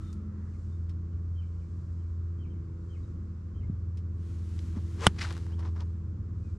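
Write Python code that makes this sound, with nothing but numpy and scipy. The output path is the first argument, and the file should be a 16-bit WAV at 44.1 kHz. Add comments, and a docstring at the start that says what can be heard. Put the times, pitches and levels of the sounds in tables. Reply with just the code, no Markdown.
"""An iron strikes a golf ball on open grass: a brief contact force sets ball and steel head ringing.
Clothes rustle and the shaft sheds vortices on the way down; the turf thuds, soil patters, shoes scuff.
The wall of a house reflects the crack as a chirping echo. Two far-off mowers drone and beat against
each other amid low rumble, faint hiss and birdsong. A small camera hears it from a few metres away."""
import sys
import numpy as np
from scipy import signal
from scipy.fft import rfft, irfft, next_fast_len
from scipy.io import wavfile

SR = 44100
rng = np.random.default_rng(int(sys.argv[2]) if len(sys.argv) > 2 else 0)


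def unload_audio(sound):
    """Save the sound as a 16-bit wav file, at the path given as the first command line argument."""
    columns = np.transpose(np.atleast_2d(sound))
    # keep every value between -1 and 1, then stretch to whole-number steps
    steps = np.round(np.clip(columns, -1, 1) * 32767)
    wavfile.write(sys.argv[1], SR, steps.astype(np.int16))


N = 290178
T = np.arange(N) / SR
BRIEF = T[:SR // 4]  # time within one short event
IMPACT_S = 5.0678


def strike(bite_s=0.0032, contact_s=0.00013, ring_t60_s=.018, push_db=-8, snap_db=-13.5, turf_db=-20):
    """Impact excitation: the ball is squashed for half a millisecond, then ball and head ring freely."""
    # modes of ball and shaft: frequency_hz, level_db
    ball_modes = [(612, -27.5), (900, -20), (1210, -17.5), (1445, -13.5), (1730, -19.5), (2064, -22),
                  (2280, -18.5), (2960, -14), (3110, -14), (3320, -15.5)]
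    # modes of the steel head: frequency_hz, level_db
    head_modes = [(4260, -25.5), (4800, -27), (5560, -24.5), (6480, -28.5), (7780, -24), (9480, -26)]
    # grooves scraping the ball's cover: frequency_hz, density_db
    snap_spectrum = [(3500, -9), (6000, -5.5), (9500, -1.5), (11000, -9.5), (12900, -30.5), (14200, -23),
                     (16000, -48.5)]
    # blade tearing grass: frequency_hz, density_db
    turf_spectrum = [(150, 7), (900, -0.5), (4000, -9), (9500, -17), (14000, -42.5)]
    squash = (BRIEF - bite_s - contact_s) / contact_s
    push = amp(push_db) * squash * np.exp((1 - squash ** 2) / 2)
    snap = amp(snap_db) * noise(snap_spectrum, decay(t60=.004, after=bite_s))
    release_s = bite_s + 2 * contact_s  # the ball springs off the face
    ball = modes(ball_modes, ring_t60_s, after=release_s)
    head = modes(head_modes, ring_t60_s, after=release_s)
    # the leading edge presses into the grass just before the ball and digs in after it
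    press = amp(1.5) * np.sqrt(BRIEF / bite_s) * (BRIEF < bite_s)
    turf = amp(turf_db) * noise(turf_spectrum, press + decay(t60=0.032, after=bite_s))
    crack, bright = np.zeros((2, N))
    add(crack, IMPACT_S - bite_s, push + ball + turf)
    add(bright, IMPACT_S - bite_s, snap + head)
    return crack, bright


def thumps(give_s=0.0014):
    """Damped oscillation: the turf gives softly under each blow and rings for a few cycles."""
    # dull thumps in the ground: start_s, level_db, pitch_hz, t60_s
    blows = [(3.698, -12, 135, 0.023), (4.768, -17.5, 205, 0.039), (5.07, -7, 100, 0.045),
             (5.0713, -12.5, 186, 0.041)]
    onset = (1 - np.exp(-BRIEF / give_s)) ** 2
    out = np.zeros(N)
    for start, db, hz, t60 in blows:
        add(out, start, amp(db) * ring(hz, t60) * onset)
    return out


def echo(delay_s=.148, echo_db=-35.5, spread_s=0.0057):
    """Reflection: each face of the house returns a burst of noise, delayed by its path length."""
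    # colour of the reflection: frequency_hz, density_db
    wall_spectrum = [(400, -0.5), (900, -16), (1400, 6), (2150, 5.5), (2700, -2.5), (5200, -1.5),
                     (7500, -13), (14000, -40)]
    # reflecting faces, relative to the main return: offset_s, gain_db
    faces = [(-.024, -6), (0, 1), (.012, -6.5), (.034, -6.5)]
    # rising chirps from evenly spaced boards: start_s, length_s, from_hz, to_hz, level_db
    chirps = [(5.207, .025, 4190, 5900, -41.5), (5.209, 0.0114, 1950, 2310, -33),
              (5.244, 0.013, 1200, 1600, -36)]
    late = T - IMPACT_S - delay_s
    returns = sum(amp(echo_db + db) / (1 + ((late - offset) / spread_s) ** 4) for offset, db in faces)
    return noise(wall_spectrum, returns) + glides(chirps, jitter_hz=70)


def swish(fastest_s=5.048, half_speed_s=.046, impact_loss=0.25, full_speed_db=-38, speed_power=2.3):
    """Vortex shedding: air noise and the shaft's whistles grow with speed, and the whistles rise."""
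    # air rushing past the club: frequency_hz, density_db
    air_spectrum = [(300, -12.5), (1200, -3.5), (2200, -9.5), (7500, -19.5), (11000, -31.5), (15000, -52.5)]
    # thick and thin parts of the shaft at full speed: pitch_hz, level_db, speed_exponent
    vortices = [(487, -40, 1.1), (1230, -42.5, 2.5)]
    speed = 1 / (1 + ((T - fastest_s) / half_speed_s) ** 2)
    speed *= 1 - impact_loss * (T > IMPACT_S)  # ball and turf brake the club
    out = noise(air_spectrum, amp(full_speed_db) * speed ** speed_power)
    for hz, db, exponent in vortices:
        out += amp(db) * speed ** exponent * tone(hz * speed ** .3, jitter_hz=.1 * hz, rate=250)
    return out


def clods(t60_s=0.012):
    """Inelastic impact: each falling clod stops with a dull thud and a bright tick of grit."""
    # landings: start_s, thud_db, tick_db
    landings = [(5.238, -42, -39), (5.289, -52, -47), (5.307, -31, -45), (5.326, -51, -41.5),
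                (5.367, -41, -53), (5.378, -47, -47), (5.466, -44, -58)]
    # thud of a clod: frequency_hz, density_db
    clod_spectrum = [(500, -10), (1200, 4), (10000, -34)]
    # tick of grit: frequency_hz, density_db
    grit_spectrum = [(2200, -1), (5500, -2), (10500, -17), (14000, -42)]
    out = np.zeros(N)
    for start, thud_db, tick_db in landings:
        add(out, start, amp(thud_db) * noise(clod_spectrum, decay(t60_s)))
        add(out, start, amp(tick_db) * noise(grit_spectrum, decay(t60_s)))
    return out


def soil_shower(peak_s=5.225, peak_db=-43.5, rise_db_per_s=299.5, fall_db_per_s=108, dust_db=-7.5):
    """Shot noise: coarse grains and hissing dust rain down, building quickly and then thinning out."""
    # falling soil and grass: frequency_hz, density_db
    soil_spectrum = [(600, -5.5), (950, 1), (2000, -4.5), (4000, -6.5), (10000, -19.5), (15000, -50.5)]
    late = T - peak_s
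    envelope = amp(peak_db + np.minimum(rise_db_per_s * late, -fall_db_per_s * late))
    coarse = envelope * grains(soil_spectrum, per_second=1400, spread_db=3.8)
    return coarse + noise(soil_spectrum, amp(dust_db) * envelope)


def clothes():
    """Friction: dense tiny slips of cloth merge into a rustle with each move."""
    # small shifts over the ball, then the swing: middle_s, length_s, level_db
    moves = [(.05, 0.27, -69), (4.32, 0.28, -68), (4.62, 0.5, -63.5), (4.95, 0.31, -63.5), (5.3, 0.53, -64),
             (5.75, 0.52, -75)]
    # rubbing cloth: frequency_hz, density_db
    cloth_spectrum = [(600, -3), (1200, 2.5), (2500, -2), (7500, -4.5), (13000, -17.5), (16000, -42.5)]
    return swells(moves) * grains(cloth_spectrum, per_second=9800, spread_db=1.5)


def shoes():
    """Stick-slip friction: soles grind on the grass in short grainy bursts."""
    # twists of a shoe: middle_s, length_s, level_db
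    scuffs = [(4.77, 0.047, -54.5), (5.31, 0.026, -49), (5.52, 0.055, -58), (5.602, 0.039, -53),
              (5.66, 0.067, -50.5), (5.771, 0.032, -52.5), (5.812, 0.041, -49.5)]
    # sole on grass: frequency_hz, density_db
    sole_spectrum = [(300, 3.5), (720, -2.5), (980, 3), (1500, -6), (2800, -18), (5500, -17), (14000, -52)]
    return swells(scuffs) * grains(sole_spectrum, per_second=1600, spread_db=3.0)


def clicks():
    """Damped transients: light contacts of grip, clothing and shoes each excite a band of noise."""
    # contacts: start_s, level_db, t60_s, centre_hz
    contacts = [(0.128, -57, 0.049, 7000), (4.591, -48.5, 0.018, 4186), (5.008, -40.5, 0.011, 4627),
                (5.626, -48.5, .03, 1700), (5.766, -52, 0.027, 1600), (5.806, -48, 0.025, 4200)]
    # band of one click: multiple_of_centre, density_db
    band = [(0.249, -11.5), (.45, -5.5), (1, -1), (2, -17.5), (3.2, -48)]
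    out = np.zeros(N)
    for start, db, t60, hz in contacts:
        spectrum = [(multiple * hz, density_db) for multiple, density_db in band]
        add(out, start, amp(db) * noise(spectrum, decay(t60)))
    return out


def taps(t60_s=0.096):
    """Free vibration: the club head brushes the grass and rings faintly."""
    # light touches of the head: start_s, level_db
    touches = [(.894, -61), (3.972, -59.5), (5.592, -58)]
    # brushed grass: frequency_hz, density_db
    brush_spectrum = [(1000, 0), (4600, 0), (9500, -12), (13000, -24)]
    # modes of the tapped head: frequency_hz, level_db
    tap_modes = [(3090, -10), (5260, -6), (9220, -15)]
    out = np.zeros(N)
    for start, db in touches:
        add(out, start, amp(db) * (noise(brush_spectrum, decay(t60_s)) + modes(tap_modes, t60_s)))
    return out


def mowers(overtone_gain_db=-5):
    """Beating: two engines fire about 19 Hz apart, so their summed drone throbs."""
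    # nearer engine's speed: time_s, firing_hz
    near_rate = [(0, 84.26), (1.5, 84.97), (2.8, 84.3), (4, 84.18), (5.3, 83.3), (6.58, 83.4)]
    # its two lowest harmonics: time_s, level_db
    low_level = [(0.0, -41.5), (1.13, -36), (2.78, -38.5), (4.31, -36.5), (5.59, -36.5), (6.58, -37.5)]
    # its higher harmonics, before their gain: time_s, level_db
    overtone_level = [(1.24, -58), (1.72, -61), (2.75, -53), (3.46, -61), (5.44, -51.5), (6.29, -57.5)]
    # balance of those harmonics: multiple, gain_db
    near_orders = [(3, -3), (4, 1), (5, -7.5), (6, -12.5)]
    # farther engine: time_s, firing_hz, level_db, overtone_gain_db
    far_engine = [(0, 104.8, -50, 12), (.5, 104, -50.5, 4.5), (1.5, 104.2, -54.5, 2.5),
                  (3, 103.1, -48, -2.5), (3.4, 103.1, -44.5, -2.5), (6.58, 101.9, -42.5, -3.5)]
    # balance of its overtones: multiple, gain_db
    far_orders = [(2, -9), (3, -18.5)]
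    near_hz = curve(near_rate) * (1 + .003 * walk(12))
    low = drone(near_hz, [(1, 0.92)], fade_db=1.6) + drone(near_hz, [(2, -14.5)], fade_db=1.7)
    overtones = amp(curve(overtone_level) + overtone_gain_db) * drone(near_hz, near_orders, fade_db=1.7)
    far_hz = curve(far_engine) * (1 + 0.0024 * walk(13))
    far = drone(far_hz, [(1, 0.0006)], fade_db=1.5)
    far += amp(curve(far_engine, 3)) * drone(far_hz, far_orders, fade_db=3.0)
    return amp(curve(low_level)) * low + overtones + amp(curve(far_engine, 2)) * far


def drone(hz, orders, fade_db):
    """Harmonic series of an engine's firing rate; moving air fades each harmonic on its own."""
    phase = 2 * np.pi * (np.cumsum(hz) / SR + rng.random())
    return np.sqrt(2) * sum(amp(db + fade_db * walk(3.7)) * np.sin(round(k) * phase) for k, db in orders)


def birds(reverb_db=-6):
    """Reverberation: the wood behind the tree line smears the birds' slightly hoarse whistles."""
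    # a songbird's notes: slide_s, lead_s, arch_db, ending_db
    notes = [(.532, 0.028, -82, -75), (1.146, .04, -81, -81), (1.417, 0.064, -68.5, -71),
             (1.614, 0.032, -76, -77), (2.033, 0.053, -81, -77), (2.448, 0.065, -69, -70.5),
             (2.54, .049, -74, -74), (2.952, 0.061, -68.5, -67.5), (3.62, 0.079, -72.5, -68)]
    # other birds: start_s, length_s, from_hz, to_hz, level_db
    whistles = [(0.018, 0.12, 3720, 3590, -69.5), (0.683, 0.087, 3650, 3650, -80),
                (3.025, .035, 3900, 3780, -75), (5.51, .04, 2660, 3370, -63.5),
                (6.419, 0.096, 2582, 2340, -75.5)]
    song = glides(whistles, jitter_hz=50)
    for slide_at, lead_s, arch_db, ending_db in notes:
        add(song, slide_at - lead_s, slur(lead_s, arch_db, ending_db))
    wood = rng.standard_normal(len(BRIEF)) * decay(t60=0.4)
    return song + amp(reverb_db) * signal.oaconvolve(song, wood / np.linalg.norm(wood))[:N]


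def slur(lead_s, arch_db, ending_db):
    """Frequency modulation: one bird note arches, slides down hoarsely and holds a short low ending."""
    top_hz, sag_hz, arch_s = 3170, 220, 0.05  # the arch peaks arch_s before the slide
    slide_s, ending_hz, ending_s = 0.0082, 2200, 0.041
    clear_jitter_hz, hoarse_jitter_hz, hoarse_s = 24, 160, .028
    flutter_db, dip_db = 2.3, 4
    since = BRIEF - lead_s
    slid = (1 + np.tanh(since / slide_s)) / 2
    arch = top_hz - sag_hz * (1 + np.minimum(since, 0) / arch_s) ** 2
    pitch = arch * (1 - slid) + ending_hz * (1 + .02 * rng.standard_normal()) * slid
    swell = np.sqrt(np.abs(np.sin(np.pi * np.minimum(BRIEF / (lead_s + ending_s), 1))))
    db = arch_db * (1 - slid) + ending_db * slid + flutter_db * walk(150, BRIEF)
    db -= dip_db * np.exp(-(since / slide_s) ** 2)
    jitter = clear_jitter_hz + hoarse_jitter_hz * slid * np.exp(-(since / hoarse_s) ** 2)
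    return swell * amp(db) * tone(pitch, jitter_hz=jitter, rate=810, t=BRIEF)


def distance(whine_db=-60, whine_fade_db_per_s=38):
    """Spatial coherence: long waves of far rumble are more alike at both microphone ports than hiss."""
    # rumble of engines and air: frequency_hz, density_db
    rumble_spectrum = [(12, -30), (30, -14.5), (58, 1.5), (100, -2.5), (190, -11), (390, -23.5),
                       (520, -33.5), (800, -45)]
    # hiss of roads and trees: frequency_hz, density_db
    hiss_spectrum = [(400, 2), (750, -12.5), (1080, -0.5), (1400, -4), (1900, -13.5), (3200, -22.5),
                     (5200, -21), (7500, -23.5), (9500, -36.5), (14000, -40.5)]
    # one soft far rustle: middle_s, length_s, level_db
    rustle_swell = [(.41, 0.35, -69.5)]
    # its colour: frequency_hz, density_db
    rustle_spectrum = [(1050, 4), (1950, -0.5), (2600, -24)]
    # light puffs of air: middle_s, length_s, level_db
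    puffs = [(.62, 0.47, -77), (1.75, 0.99, -79.5), (2.98, 0.39, -78.5), (6.48, 0.23, -78)]
    # the leaves they stir: frequency_hz, density_db
    leaf_spectrum = [(2800, -9.5), (4600, -1), (7600, -1.5), (14000, -28.5)]
    rumble_rms = amp(-43.5 + 1.6 * walk(4.4))
    hiss_rms = amp(-67.5 + 0.21 * walk(1.2))
    whine = amp(whine_db - whine_fade_db_per_s * T) * tone(1290, jitter_hz=70, rate=290)
    side = noise([(40, -15.5), (200, -5.5), (500, -23.5)], amp(-20.0) * rumble_rms)
    side += noise(hiss_spectrum, amp(-1.5) * hiss_rms)
    rustle = noise(rustle_spectrum, swells(rustle_swell)) + noise(leaf_spectrum, swells(puffs))
    mid = noise(rumble_spectrum, rumble_rms) + noise(hiss_spectrum, hiss_rms) + rustle + whine
    return np.array([mid + side, mid - side])


def amp(db):
    """Decibels to amplitude gain."""
    return np.exp(np.asarray(db) * np.log(10) / 20)


def curve(rows, column=1):
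    """Linear interpolation of one table column over time."""
    rows = np.array(rows)
    return np.interp(T, rows[:, 0], rows[:, column])


def walk(rate, t=T):
    """Random drift through `rate` new values a second, with a spread near 1."""
    steps = rng.standard_normal(size=2048)
    return np.interp(t * rate, np.arange(len(steps)), steps) * np.sqrt(3 / 2)


def swells(rows):
    """Gaussian envelopes from (middle_s, length_s, level_db) rows; overlapping ones add in power."""
    power = sum((amp(db) * np.exp(-(2 * (T - middle) / length) ** 2)) ** 2 for middle, length, db in rows)
    return np.sqrt(power)


def decay(t60, after=0):
    """Exponential decay: a jump to 1, then 60 dB down in t60 seconds."""
    return (BRIEF >= after) * np.exp(-np.log(1000) * np.clip((BRIEF - after) / t60, 0, 10))


def ring(hz, t60, after=0):
    """One struck mode: a damped sinusoid."""
    return decay(t60, after) * np.sin(2 * np.pi * hz * (BRIEF - after))


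def modes(rows, t60, after=0):
    """Superposition of one object's (frequency_hz, level_db) modes, struck together."""
    return sum(amp(db) * ring(hz, t60, after) for hz, db in rows)


def tone(hz, jitter_hz, rate, t=T):
    """A sinusoid under random frequency modulation."""
    return np.sin(2 * np.pi * np.cumsum(hz + jitter_hz * walk(rate, t)) / SR)


def glides(rows, jitter_hz):
    """Linear frequency sweeps from (start_s, length_s, from_hz, to_hz, level_db) rows."""
    out = np.zeros(N)
    for start, length, from_hz, to_hz, db in rows:
        along = np.minimum(BRIEF / length, 1)
        sweep = tone(from_hz + (to_hz - from_hz) * along, jitter_hz, rate=630, t=BRIEF)
        add(out, start, amp(db) * np.sin(np.pi * along) * sweep)
    return out


def colour(x, spectrum):
    """Spectral shaping by (frequency_hz, density_db) points; white noise keeps its level."""
    size = next_fast_len(len(x) + len(BRIEF))
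    hz, db = np.transpose(spectrum)
    f = np.maximum(np.fft.rfftfreq(size, 1 / SR), 1)
    skirts = (np.minimum(f / hz[0], 1) * np.minimum(hz[-1] / f, 1)) ** 2
    gain = amp(np.interp(np.log(f), np.log(hz), db)) * skirts
    return irfft(rfft(x, size) * gain, size)[:len(x)] / np.sqrt(np.mean(gain ** 2))


def noise(spectrum, envelope):
    """Coloured noise whose rms follows an envelope."""
    return colour(rng.standard_normal(len(envelope)) * envelope, spectrum)


def grains(spectrum, per_second, spread_db):
    """A Poisson train of tiny clicks of uneven size, rms near 1."""
    size = amp(spread_db * np.minimum(rng.exponential(size=N), 3))
    impulses = (rng.random(N) < per_second / SR) * size * rng.choice([-1, 1], N)
    return colour(impulses / np.std(impulses), spectrum)


def add(track, start, sound):
    """Mix a short sound into a track at `start` seconds."""
    first = int(start * SR)
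    track[first:first + len(sound)] += sound[:N - first]


def place(x, pan_db, lag_samples=0):
    """Level and time differences at two close ports: the left is pan_db louder and lag_samples later."""
    return np.array([np.roll(x, lag_samples) * amp(pan_db / 2), x * amp(-pan_db / 2)])


def scene():
    """Superposition in stereo: the crack leans right; its bright snap, golfer and birds lean left."""
    patter = clods() + soil_shower()
    crack, snap = strike()
    shot = place(crack, pan_db=-3.5, lag_samples=1) + place(snap, pan_db=1.0) + thumps()
    wall = place(echo(), pan_db=2.0)
    golfer = clothes() + swish() + shoes() + clicks() + taps()
    background = mowers() + distance() + place(birds(), pan_db=9.0, lag_samples=-3)
    return shot + wall + place(golfer + patter, pan_db=4.5) + background


def record(dry, rolloff_hz=13000, top_hz=15000, fade_s=.006):
    """Band limiting: the camera softens the treble, clips at full scale and cuts the top."""
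    soft = signal.sosfilt(signal.butter(2, rolloff_hz, fs=SR, output="sos"), dry)
    fade = np.minimum((T[-1] - T) / fade_s, 1)  # a brief fade ends the sound
    top_cut = signal.ellip(8, .2, 70, top_hz, fs=SR, output="sos")
    return signal.sosfilt(top_cut, fade * np.clip(soft, -1, 1))


dry = scene()
out = record(dry)
unload_audio(out)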